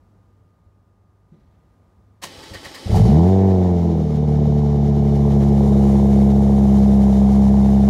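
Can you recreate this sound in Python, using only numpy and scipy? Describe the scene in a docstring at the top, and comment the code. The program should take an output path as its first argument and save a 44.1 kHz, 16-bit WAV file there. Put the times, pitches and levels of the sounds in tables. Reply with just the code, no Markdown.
"""Distant traffic murmurs, with a few soft thuds. Then a cold V8 car starts on a paved driveway,
heard from the ground just behind its tailpipes. The starter clacks in and whirrs, the first
cylinders catch, and the revs flare and settle to a fast idle. Each firing sends a pulse of gas
down the exhaust, which booms and rings while the gas hisses out of the tips."""
import sys
import numpy as np
from scipy import signal
from scipy.fft import rfft, irfft
from scipy.io import wavfile
from scipy.ndimage import uniform_filter1d, minimum_filter1d

SR = 44100
rng = np.random.default_rng(int(sys.argv[2]) if len(sys.argv) > 2 else 0)


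def master(y):
    """Save y as 16-bit WAV."""
    cut = np.clip(np.atleast_2d(y).T, -1, 1)
    pcm = np.round(cut * 32767)  # scale
    wavfile.write(sys.argv[1], SR, pcm.astype(np.int16))


N = 347949
T = np.arange(N) / SR

# how often the engine fires: t/s, f/Hz
FIRING_RATE = [(3.0, 49.1), (3.07, 61.2), (3.09, 66.2), (3.13, 72.7), (3.19, 81.8), (3.22, 85.3),
               (3.3, 95.3), (3.45, 96.4), (3.58, 92.3), (3.91, 82.0), (4.1, 75.4), (4.17, 74.8),
               (4.77, 71.6), (5.88, 68.7), (6.45, 68.6), (7.14, 67.3), (7.88, 68.2)]
# effort, or how hard the engine works, as the throttle opens, shuts and holds: t/s, level/dB above idle
THROTTLE = [(3.0, -1.5), (3.17, 4.5), (3.52, 3), (3.92, -3), (4.09, -7), (4.35, -3), (4.95, -2.5), (5.8, 0)]
# strong and weak cylinders take turns: level/dB of each
CYLINDER_LEVELS = [.9, -.8, .6, -.9, .9, -.6, .7, -.8]
# drone tones at 1, 2, 3 and 4 times the firing rate: starting level/dB of each
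DRONE_TONES = [-19, -18.5, -19, -28]
# how the exhaust boosts or cuts those tones: f/Hz, level/dB
EXHAUST_TONE = [(96, 0), (108, 14), (133, -8.5), (140, 3), (149, 5), (191, -2), (203, 7), (213, 1),
                (226, -1.5), (243, -10.5), (290, -12.5), (325, 3), (350, 2.5), (375, -2.5)]
# notes at which the silencer, tailpipe, short tips and heat shield ring: f/Hz, width/Hz, level/dB
SILENCER_NOTES = [(99.4, 19, -8.5), (169.6, 19.7, -11), (200.8, 17.7, -2)]
PIPE_NOTES = [(285, 16, -13.5), (347.7, 22, 2), (437.6, 14.8, 5.5), (477.4, 19, -1.5), (544, 37, -3)]
TIP_NOTES = [(603, 35, -1), (668, 45, 2), (765, 80, 0), (860, 90, -4.5), (1000, 140, -12)]
SHIELD_NOTES = [(1720, 590, 0)]
# exhaust voices: base level/dB, dB per dB of effort, then change/dB in the surge, warm-up and mellowing
GROWL_MIX = (-26, 0.52, 0.5, 1.5, -5)
BARK_MIX = (-31.5, 1.0, 3.5, 0.5, 0)
HISS_MIX = (-51, 0.23, 9.5, 2, 0)
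SIZZLE_MIX = (-2.5, .1, 8, 5, -0.5)  # the treble of the hiss, relative to the rest
# tone of the escaping gas: f/Hz, level/dB
HISS_TONE = [(650, -18.5), (1100, -3.5), (1400, -9.5), (1800, -8), (2730, -16.5), (3400, -11.5),
             (4400, -13.5), (4800, -20), (5400, -13), (7200, -17), (7800, -22), (9600, -20), (11000, -26),
             (15500, -30)]
# chuffs and first firings: t/s, boom level/dB, crack level/dB
FIRST_FIRINGS = [(2.374, -39, -52), (2.508, -29.5, -58), (2.55, -34, -47), (2.656, -37, -38),
                 (2.857, -16.5, -49), (2.893, -10, -38), (2.921, -5.5, -32), (2.94, -8.5, -16),
                 (2.963, -5, -16)]
# tone of the starter's whirr: f/Hz, level/dB
STARTER_TONE = [(70, -6), (150, -4.5), (201, -10.5), (285, -6), (540, -1.5), (722, -7), (1110, -6.5),
                (1420, -16), (1830, -13), (2650, -13.5), (3040, -10.5), (5130, -12.5), (7270, -22.5),
                (9360, -23), (15500, -39)]
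# the starter gear slams in, then clatters: t/s, rattle level/dB, ring level/dB, fade/s
GEAR_HITS = [(2.215, -40, -40, 0.034), (2.227, -31.5, -56, 0.015), (2.42, -48, -45.5, 0.025),
             (2.53, -40, -33.5, 0.017), (2.637, -41, -36, 0.022), (2.738, -40, -37.5, 0.017),
             (2.95, -38, -46, 0.017)]
# tone of the rattling gears: f/Hz, level/dB
RATTLE_TONE = [(120, -37), (200, -16), (1130, 1), (1380, -13), (1510, -9), (3010, -4), (3480, -10),
               (3820, -5.5), (7620, -9), (15500, -21)]
# notes at which the starter's housing rings: f/Hz, width/Hz, level/dB
HOUSING_NOTES = [(540, 120, -4), (1110, 70, -4), (1850, 110, 2), (3130, 120, -9), (4260, 350, -13),
                 (5080, 400, -15)]
# tone of distant traffic: f/Hz, level/dB
TRAFFIC_TONE = [(25, -29), (50, 0.5), (80, 0), (125, -8), (175, -4.5), (260, -11), (470, -16), (600, -18),
                (1000, -21), (1600, -29.5), (2600, -39), (6000, -43), (15500, -51)]
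# a steady hum and whine: f/Hz, level/dB
HUM_TONES = [(99.5, -60.5), (1220.6, -76)]
# a faint whirr before the start: f/Hz, width/Hz, level/dB
WHIRR_NOTES = [(1950, 400, -3), (4000, 700, -8), (6000, 500, -14)]
# soft thuds: t/s, level/dB, f/Hz, fade/s
SOFT_THUDS = [(.39, -50, 96, 0.045), (.66, -51, 72, .04), (1.315, -43.5, 170, 0.033),
              (1.325, -53.5, 340, 0.031), (1.41, -48, 80, .06), (1.95, -55, 86, 0.42),
              (2.235, -41, 204, 0.034)]

STARTER_S = (2.22, 2.96)  # on, off
SURGE_S, SURGE_FADE_S = 2.96, 0.15  # a rush of gas as the engine catches
# start and end of each gradual change
GAS_IN_S, DRONE_IN_S = (2.855, 2.95), (2.95, 2.99)  # gas begins to flow; firings join into a drone
WARM_UP_S, MELLOW_S = (4.8, 5.8), (5.8, 7.3)  # more gas flows; the growl softens


def engine():
    """Eight cylinders fire in turn; their speed and effort drive the sounds of the exhaust."""
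    firing_hz, effort = curve(FIRING_RATE), curve(THROTTLE)
    surge = np.exp(-np.abs(T - SURGE_S) / SURGE_FADE_S)
    # fuel burns unevenly while catching and at low effort, cleanly under load
    rough = np.clip(.58 - .075 * effort + .6 * surge, 0, .85)
    cycles = np.cumsum(firing_hz * (1 + .006 * rough * wander(40))) / SR  # the speed wavers a little
    firing, phase = cycles.astype(int), cycles % 1  # which firing, and how far through it
    scatter_db = .55 * rough * rng.standard_normal(N // 100)[firing]
    strength = undb(np.take(CYLINDER_LEVELS, firing, mode="wrap") + scatter_db)
    pulses = np.diff(firing, prepend=0)  # one click per firing
    body = drone(firing_hz, cycles, rough, effort, surge) + burble(pulses, strength, surge)
    gas = growl_and_bark(pulses, strength, phase, rough, effort, surge)
    gas += gas_hiss(strength, phase, effort, surge)
    body += heat_shield(effort)
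    return body * ramp(*DRONE_IN_S) + gas * ramp(*GAS_IN_S)


def drone(firing_hz, cycles, rough, effort, surge):
    """The silencer smooths the pulses into four low tones, which swell where the exhaust rings."""
    out = np.zeros(N)
    for k, db in enumerate(DRONE_TONES, start=1):
        echo_shift = .8 * np.sin(2 * np.pi * k / 3)  # the silencer's echo gives each firing two humps
        tone = np.sqrt(2) * np.cos(2 * np.pi * k * cycles + echo_shift)
        exhaust_db = np.interp(k * firing_hz, *np.transpose(EXHAUST_TONE))
        waver_db = 0.14 * ((k - 1) ** 2 + 2) * rough * wander(40)  # higher tones waver more
        out += tone * undb(db + effort + 2 * surge + exhaust_db + waver_db)
    return out


def burble(pulses, strength, surge):
    """Strong and weak firings set the silencer ringing between the drone's tones."""
    lumps = pulses * (strength - strength.mean())
    return unit(band(ring(lumps, SILENCER_NOTES), 50, 230, order=3)) * undb(-28.5 + 13.5 * surge)


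def growl_and_bark(pulses, strength, phase, rough, effort, surge):
    """Each sharp pulse and its swirling puff of gas growl in the pipe and bark in the tips."""
    blow = strength ** 0.3 * unit(pulses)  # the cylinders sound more alike at the pipe ends
    puff = rough * unit(noise() * (np.exp(-phase / .17) + .15))
    growl = steady(band(ring(blow + 1.41 * puff, PIPE_NOTES), 285, 502.6, order=3))
    bark = steady(band(ring(blow + 2.35 * puff, TIP_NOTES), 486, 1073, order=4), size=SR // 23)
    return growl * voice_gain(GROWL_MIX, effort, surge) + bark * voice_gain(BARK_MIX, effort, surge)


def gas_hiss(strength, phase, effort, surge):
    """The jet of gas at the tips throbs with the firings and flutters; faster gas is brighter."""
    throb = 1 + 0.18 * strength * np.exp(-phase / 0.49)
    jet = underbody(noise(), fade_s=.007, wet=.4) * throb * undb(1.2 * wander(40))
    sizzle = band(jet, 6200, 16000, order=3) * voice_gain(SIZZLE_MIX, effort, surge)
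    hiss = colour(band(jet, 680, 6700, order=3) + sizzle, HISS_TONE)
    return hiss * voice_gain(HISS_MIX, effort, surge) * undb(2.5)


def heat_shield(effort):
    """A thin metal shield buzzes fitfully with the pipes, louder with more effort."""
    shaking = noise() * undb(3.3 * wander(90))
    return unit(band(ring(shaking, SHIELD_NOTES), 1300, 2400, order=2)) * undb(-58 + 1.8 * effort)


def first_firings():
    """Single slugs of gas boom in the silencer and crack in the tips."""
    out = np.zeros(N)
    t = T[:SR // 4]
    boom = band(ring(t * np.exp(-t / 0.0038), SILENCER_NOTES), 39, 206, order=2)
    for start_s, boom_db, crack_db in FIRST_FIRINGS:
        puff = rng.standard_normal(len(t)) * np.exp(-t / 0.0013)
        crack = band(ring(puff, TIP_NOTES), 720, 920, order=2)
        i = int(start_s * SR)
        out[i:i + len(t)] += undb(boom_db) * boom / np.abs(boom).max()
        out[i:i + len(t)] += undb(crack_db) * crack / np.abs(crack).max()
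    return out


def starter():
    """A small gear slams in and whirrs, clattering each time a cylinder's squeezed air lets go."""
    on, off = STARTER_S
    running = ramp(on, on + 0.023) * (1 - ramp(off, off + 0.35))
    motor_db = -43 + 5 * (T - on)  # louder as it gathers speed
    teeth = undb(1.6 * wander(700))
    whirr = colour(underbody(noise() * teeth, fade_s=0.0087, wet=0.81), STARTER_TONE)
    rattle = colour(noise() * teeth, RATTLE_TONE)
    rattle *= sum(undb(db) * burst(s, 0.013, fade) for s, db, _, fade in GEAR_HITS)
    knock = unit(ring(noise() * teeth, HOUSING_NOTES))
    knock *= sum(undb(db) * burst(s, 0.022, fade) for s, _, db, fade in GEAR_HITS)
    return whirr * undb(motor_db) * running + rattle + knock


def driveway():
    """Distant traffic, a faint hum, whine and whirr, and a few soft thuds."""
    traffic = colour(noise(), TRAFFIC_TONE) * undb(-58.5 + wander(3.6))
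    hum = sum(undb(db + .8 * wander(2.6)) * np.sqrt(2) * np.sin(2 * np.pi * hz * T + .3 * wander(0.96))
              for hz, db in HUM_TONES)
    whirr = unit(ring(noise(), WHIRR_NOTES)) * undb(-77.5 + 2.2 * wander(60))
    whirr *= burst(start_s=1.3, rise_s=.03, fade_s=.35)
    thuds = sum(undb(db) * burst(s, 0.013, fade) * steady(band(noise(), hz * 0.77, hz * 1.25, order=2))
                for s, db, hz, fade in SOFT_THUDS)
    return traffic + hum + whirr + thuds


def underbody(x, fade_s, wet):
    """Add quick echoes between the car's floor and the paving; wet sets how strong they are."""
    t = T[:SR // 10]
    echoes = rng.standard_normal(len(t)) * np.exp(-t / fade_s)
    return unit(x + wet * signal.fftconvolve(x, echoes / np.linalg.norm(echoes))[:N])


def voice_gain(mix, effort, surge):
    """How loud one exhaust voice is over time."""
    base, per_effort, in_surge, warm, mellow = mix
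    settling_db = warm * ramp(*WARM_UP_S) + mellow * ramp(*MELLOW_S)
    return undb(base + per_effort * effort + in_surge * surge + settling_db)


def undb(db):
    """Turn decibels into a multiplier."""
    return 10 ** (np.asarray(db) / 20)


def unit(x):
    """Scale to an average level (rms) of 1."""
    return x / np.sqrt(np.mean(x ** 2))


def steady(x, size=SR // 10):
    """Hold the level near 1 from moment to moment."""
    return x / np.sqrt(np.abs(uniform_filter1d(x ** 2, size)) + 1e-12)


def noise():
    """White noise."""
    return rng.standard_normal(N)


def wander(rate_hz):
    """A random drift, about 1 either way."""
    k = int(SR / rate_hz)
    steps = np.repeat(rng.standard_normal(N // k + 1), k)
    return unit(uniform_filter1d(steps, k)[:N])


def curve(points):
    """Join (time, value) points with straight lines."""
    return np.interp(T, *np.transpose(points))


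def ramp(start_s, end_s):
    """Rise from 0 to 1 between two times."""
    return np.clip((T - start_s) / (end_s - start_s), 0, 1)


def burst(start_s, rise_s, fade_s):
    """A level that swells for a moment and dies away."""
    out = np.zeros(N)
    i = int(start_s * SR)
    t = T[i:i + 2 * SR] - start_s
    out[i:i + len(t)] = np.clip(t / rise_s, 0, 1) * np.exp(-np.clip((t - rise_s) / fade_s, 0, 20))
    return out


def colour(x, points):
    """Shape a sound's tone by (Hz, dB) points, then scale it to level 1."""
    hz, db = np.transpose(points)
    f = np.maximum(np.fft.rfftfreq(N, 1 / SR), 1)
    gain = undb(np.interp(np.log(f), np.log(hz), db))
    return unit(irfft(rfft(x) * gain, N))


def ring(x, notes):
    """Make a sound ring at each note; neighbours swing opposite ways, as along a pipe."""
    return sum((-1) ** k * undb(db) * signal.lfilter(*signal.iirpeak(hz, hz / width, fs=SR), x)
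               for k, (hz, width, db) in enumerate(notes))


def band(x, low_hz, high_hz, order):
    """Keep what lies between two frequencies."""
    return signal.sosfilt(signal.butter(order, [low_hz, high_hz], "band", fs=SR, output="sos"), x)


def scene():
    """The car and its surroundings in one channel."""
    return (driveway() + starter() + first_firings() + engine())[None]


def record(dry):
    """A limiter holds the loudest peaks down, and the highest treble is cut."""
    ceiling, top_hz = .65, 15700
    allowed_gain = np.minimum(1, ceiling / (np.abs(dry) + 1e-9))
    gain = uniform_filter1d(minimum_filter1d(allowed_gain, size=400), size=400)
    return signal.sosfilt(signal.ellip(10, .1, 70, top_hz, fs=SR, output="sos"), dry * gain)


dry = scene()
out = record(dry)
master(out)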